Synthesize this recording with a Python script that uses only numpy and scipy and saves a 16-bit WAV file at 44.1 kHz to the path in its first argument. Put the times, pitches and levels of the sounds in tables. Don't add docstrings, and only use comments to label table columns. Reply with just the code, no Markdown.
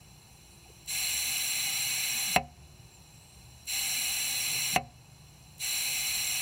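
import sys
import numpy as np
from scipy import signal
from scipy.fft import rfft, irfft
from scipy.io import wavfile

SR = 44100
rng = np.random.default_rng(int(sys.argv[2]) if len(sys.argv) > 2 else 0)


def pcm_store(signal):
    levels = np.round(np.clip(np.atleast_2d(signal), -1, 1) * 32767)
    wavfile.write(sys.argv[1], SR, levels.astype(np.int16).T)


N = 282681
TIME = np.arange(N) / SR


def from_db(db):
    return 10 ** (np.asarray(db) / 20)


def rms_one(x):
    return x / np.sqrt(np.mean(x ** 2) + 1e-20)


def band(x, hz, width_hz):
    low = np.hypot(hz, width_hz / 2) - width_hz / 2
    edges = [low, min(low + width_hz, SR / 2 - 100)]
    return signal.sosfilt(signal.butter(2, edges, "band", fs=SR, output="sos"), x + 1e-18)


def low_cut(x, hz):
    return signal.sosfilt(signal.butter(4, hz, "high", fs=SR, output="sos"), x)


def noise(spectrum):
    hz, db = np.transpose(spectrum)
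    bins_hz = np.maximum(np.arange(N // 2 + 1) * SR / N, 1)
    colour = from_db(np.interp(np.log(bins_hz), np.log(hz), db))
    return rms_one(irfft(rfft(rng.standard_normal(N)) * colour, N))


def drift(rate):
    knots = rng.standard_normal(4096)
    return np.interp(TIME * rate, np.arange(len(knots)), knots)


def since(start):
    return np.maximum(TIME - start, 0)


def since_latest(moments):
    age = TIME
    for moment in moments:
        age = np.where(TIME > moment, TIME - moment, age)
    return age


def dying(age, t60):
    return from_db(np.maximum(-60 * age / t60, -200))


def tone(pitch_hz):
    return np.sin(2 * np.pi * np.cumsum(pitch_hz) / SR)


def glides(rows, waver_hz):
    out = np.zeros(N)
    for start, length, first_hz, last_hz, db in rows:
        progress = np.clip((TIME - start) / length, 0, 1)
        pitch_hz = first_hz + (last_hz - first_hz) * progress + waver_hz
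        swell = np.sqrt(8 * progress * (1 - progress))
        out += from_db(db) * swell * tone(pitch_hz)
    return out


def tick(start, t60, hz=11000, width_hz=12000):
    envelope = (TIME > start) * dying(since(start), t60)
    return band(envelope * rng.standard_normal(N), hz, width_hz)


# (frequency [Hz], relative level [dB])
RUMBLE_SPECTRUM = [(15, -54), (25, 7), (35, -27), (54, 3), (86, -2.5), (130, -0.5), (189, -5), (218, -13),
                   (301, -16), (341, -15), (553, -20.5), (790, -13.5), (1400, -27), (1800, -25),
                   (2340, -42), (3960, -120)]
# (frequency [Hz], relative level [dB])
ROOM_HISS_SPECTRUM = [(1000, 7.5), (3500, -9), (5000, 12.5), (7000, 8), (9600, -25), (12000, -23),
                      (15500, -9)]
# (frequency [Hz], level [dB])
MACHINE_HUM = [(72, -69), (120, -67), (148, -66.5)]

def workshop(rumble_db=-56.5, hiss_db=-72, waver_db=5.5, wander_hz=1.357):
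    hum = np.zeros(N)
    for hz, db in MACHINE_HUM:
        amplitude = np.sqrt(2) * from_db(db + waver_db * drift(5.2))
        hum += amplitude * tone(hz + wander_hz * drift(6))
    rumble = from_db(rumble_db) * noise(RUMBLE_SPECTRUM)
    return rumble + hum + from_db(hiss_db) * noise(ROOM_HISS_SPECTRUM)


# (time [s], length [s], first pitch [Hz], last pitch [Hz], level [dB])
FAR_WHINES = [(0.36, 0.65, 338, 346, -71), (2.46, 0.56, 352, 372, -70.5)]

def whines(waver_hz=3):
    return glides(FAR_WHINES, waver_hz * drift(20))


# (time [s], frequency [Hz], width [Hz], time spread [s], level [dB])
NEAR_BUMPS = [(0.665, 770, 100, 0.0091, -63), (0.702, 418, 110, 0.0072, -55), (2.302, 184, 50, 0.017, -50),
              (2.813, 117, 49.5, 0.046, -52.5), (4.547, 145, 30, 0.023, -44),
              (4.548, 340, 200, 0.023, -53.5), (4.737, 184, 70, 0.0088, -42), (5.903, 407, 150, 0.019, -59),
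              (6.127, 55, 40, 0.067, -53)]

def bumps():
    out = np.zeros(N)
    for peak_s, hz, width_hz, spread_s, db in NEAR_BUMPS:
        swell = np.exp(-.5 * ((TIME - peak_s) / spread_s) ** 2)
        out += from_db(db) * swell * rms_one(band(rng.standard_normal(N), hz, width_hz))
    return out


def walls(x, delay_s=0.011, t60=0.24, top_hz=1800):
    tail = (TIME > delay_s) * dying(TIME, t60) * rng.standard_normal(N)
    tail /= np.linalg.norm(tail)
    dull_tail = signal.sosfilt(signal.butter(2, top_hz, fs=SR, output="sos"), tail)
    return signal.fftconvolve(x, dull_tail)[:N]


# (time [s], length [s], first pitch [Hz], last pitch [Hz], level [dB])
SEAT_WHISTLES = [(0.32, 0.07, 9050, 8550, -70), (0.495, 0.075, 9170, 9130, -65),
                 (2.905, 0.087, 7550, 7200, -63), (3.04, 0.41, 6950, 9340, -67)]

def whistles(waver_hz=95, flicker_db=3):
    return glides(SEAT_WHISTLES, waver_hz * drift(400)) * from_db(flicker_db * drift(40))


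# (opening time [s], shutting time [s], flow gain [dB], clack gain [dB])
VALVE_BURSTS = [(0.868, 2.3613, 0, 0.7), (3.663, 4.7608, 0, -2), (5.589, 7.0, -0.04, -2.2)]

def flow(rise_s, shut_t60=0.042, seating_s=0.00056):
    out = np.zeros(N)
    for opens, shuts, flow_db, _ in VALVE_BURSTS:
        swell = 1 - np.exp(-since(opens) / rise_s)
        out += from_db(flow_db) * swell * dying(since(shuts + seating_s), shut_t60)
    return out


def leak(settled_db=-24.5, tight_db=-7.5, level_relax_s=0.46, tilt_relax_s=0.2, already_shut_s=0.5):
    shut_for = since_latest([-already_shut_s] + [shuts for _, shuts, _, _ in VALVE_BURSTS])
    level_db = settled_db + tight_db * np.exp(-shut_for / level_relax_s)
    tilt_db_per_octave = 0.2 - 4 * np.exp(-shut_for / tilt_relax_s)
    return level_db, tilt_db_per_octave


def unsticking(lead_s=0.008, tick_db=-46):
    return from_db(tick_db) * sum(tick(opens - lead_s, t60=0.032) for opens, *_ in VALVE_BURSTS)


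def shudder(thud_db=-13, t60=0.077, hz=500, width_hz=800):
    return sum(from_db(thud_db + clack_db) * tick(shuts, t60, hz, width_hz)
               for _, shuts, _, clack_db in VALVE_BURSTS)


# (frequency [Hz], relative level [dB], t60 [s])
BODY_MODES = [(72, -47.5, 1.34), (144.1, -38.5, 0.5), (178, -22, 0.045), (239.6, -36.5, 0.29),
              (315, -40, 0.022), (423, -37, 0.15), (544, -32, 0.19), (700, -36, 0.29), (722.6, -33.5, 0.32),
              (738, -13.5, 0.076), (777, -24.5, 0.15), (884, -21, 0.02), (997, -26, 0.05),
              (1193, -31.5, 0.044), (1250, -43, 0.05), (1514, -29, 0.04), (1850, -30, 0.06),
              (2057, -25, 0.056), (2140, -16.5, 0.029), (2236, -33, 0.11), (2380, -44, 0.11),
              (2510, -29, 0.065), (2557, -23.5, 0.064), (2642, -18.5, 0.05), (2800, -40, 0.08),
              (2820, -24, 0.062), (3020, -49, 0.077), (4040, -33, 0.073), (4310, -27.5, 0.024)]

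def clack(delay_cycles=0.93, ring_db=-0.5, tick_db=-27):
    out = np.zeros(N)
    for _, shuts, _, clack_db in VALVE_BURSTS:
        ringing = (TIME > shuts) & (TIME < shuts + 1)
        for hz, db, t60 in BODY_MODES:
            age = np.maximum(TIME[ringing] - shuts - delay_cycles / hz, 0)
            mode = dying(age, t60) * np.sin(2 * np.pi * hz * age)
            out[ringing] += from_db(ring_db + clack_db + db) * mode
        out += from_db(clack_db + tick_db) * tick(shuts, t60=0.017)
    return low_cut(out, hz=60)


def jet_colour(hz, open_for, pivot_hz=7050, spurt_db=3, spurt_hz=7460, spurt_octaves=0.14, spurt_s=0.18):
    tilt_db_per_octave = 0.43 - 0.5 * open_for
    spurt = np.exp(-(np.log2(hz / spurt_hz) / spurt_octaves) ** 2 - open_for / spurt_s)
    return from_db(tilt_db_per_octave * np.log2(hz / pivot_hz) + spurt_db * spurt)


# (frequency [Hz], width [Hz], gain [dB])
CASTING_PASSAGES = [(241.3, 27, -36.5), (310, 450, -47.5), (534, 30, -40.5), (759, 157, -35.5),
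                    (792.2, 21, -28.5), (900, 36, -42), (1034, 116, -39), (1186, 79, -38.5),
                    (1304, 34, -36.5), (1516, 160, -40.5), (1691, 186, -35), (2024, 84, -30),
                    (2146, 96, -25), (2238, 41, -24.5), (2360, 63, -23.5), (2493, 56, -23),
                    (2529, 31, -20.5), (2650, 78, -20), (2860, 210, -26.5), (2916, 68, -21.5),
                    (3044, 31, -26), (3310, 185, -32.5), (3494, 58, -30), (3610, 250, -38.5),
                    (3820, 110, -29), (4001, 101, -20.5), (4159, 161, -20.5), (4270, 39, -22),
                    (4466, 36, -29), (4730, 85, -38.5), (4700, 740, -42.5), (5400, 58, -30.5),
                    (5624, 63, -20), (5752, 120, -23), (5902, 68, -37), (6170, 111, -24.5),
                    (6410, 110, -37.5), (6940, 480, -36), (7110, 94, -35), (7266, 70, -25),
                    (7472, 156, -20.5), (7630, 71, -30), (7800, 260, -32), (8130, 133, -27.5),
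                    (8630, 250, -31.5), (9100, 270, -30), (9770, 647, -44.5), (10427, 172, -25.5),
                    (10886, 350, -24.5), (10900, 32, -31), (11470, 136, -26.5), (11900, 230, -38.5),
                    (12200, 380, -43), (12785, 150, -31.5), (13114, 216, -42), (14200, 72, -32),
                    (13750, 330, -29.5), (14483, 190, -33), (14715, 131, -30.5), (15071, 1406, -36.5)]

def hiss(deep_hz=1700, shrill_hz=11500, leak_low_hz=2200, leak_pivot_hz=5500, leak_top_hz=13000):
    early_flow, full_flow = flow(rise_s=0.024), flow(rise_s=0.025) ** 2
    leak_db, leak_tilt = leak()
    open_for = since_latest([opens for opens, *_ in VALVE_BURSTS])
    flutter_db, sputter_db = -0.03 * drift(16), 0.16 * drift(350)
    turbulence = from_db(-0.12 + flutter_db + sputter_db)
    out = np.zeros(N)
    for hz, width_hz, db in CASTING_PASSAGES:
        early_share = 1 / (1 + (deep_hz / hz) ** 4 + (hz / shrill_hz) ** 4)
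        passage_flow = early_share * early_flow + (1 - early_share) * full_flow
        jet = jet_colour(max(hz, deep_hz), open_for) * passage_flow
        leak_band = 1 / np.sqrt(1 + (leak_low_hz / hz) ** 8 + (hz / leak_top_hz) ** 4)
        seep = leak_band * from_db(leak_db + leak_tilt * np.log2(hz / leak_pivot_hz))
        rush = (jet + seep) * turbulence * rng.standard_normal(N)
        out += from_db(db) * band(rush, hz, width_hz)
    return out


def scene(echo_db=-22):
    valve = hiss() + whistles() + unsticking() + clack() + shudder()
    mono = valve + from_db(echo_db) * walls(valve) + bumps() + whines() + workshop()
    return np.tile(mono, (2, 1))


def record(dry, low_cut_hz=36, top_hz=15800):
    top_cut = signal.ellip(12, .1, 90, top_hz, fs=SR, output="sos")
    return signal.sosfilt(top_cut, low_cut(dry, low_cut_hz))


dry = scene()
out = record(dry)
pcm_store(out)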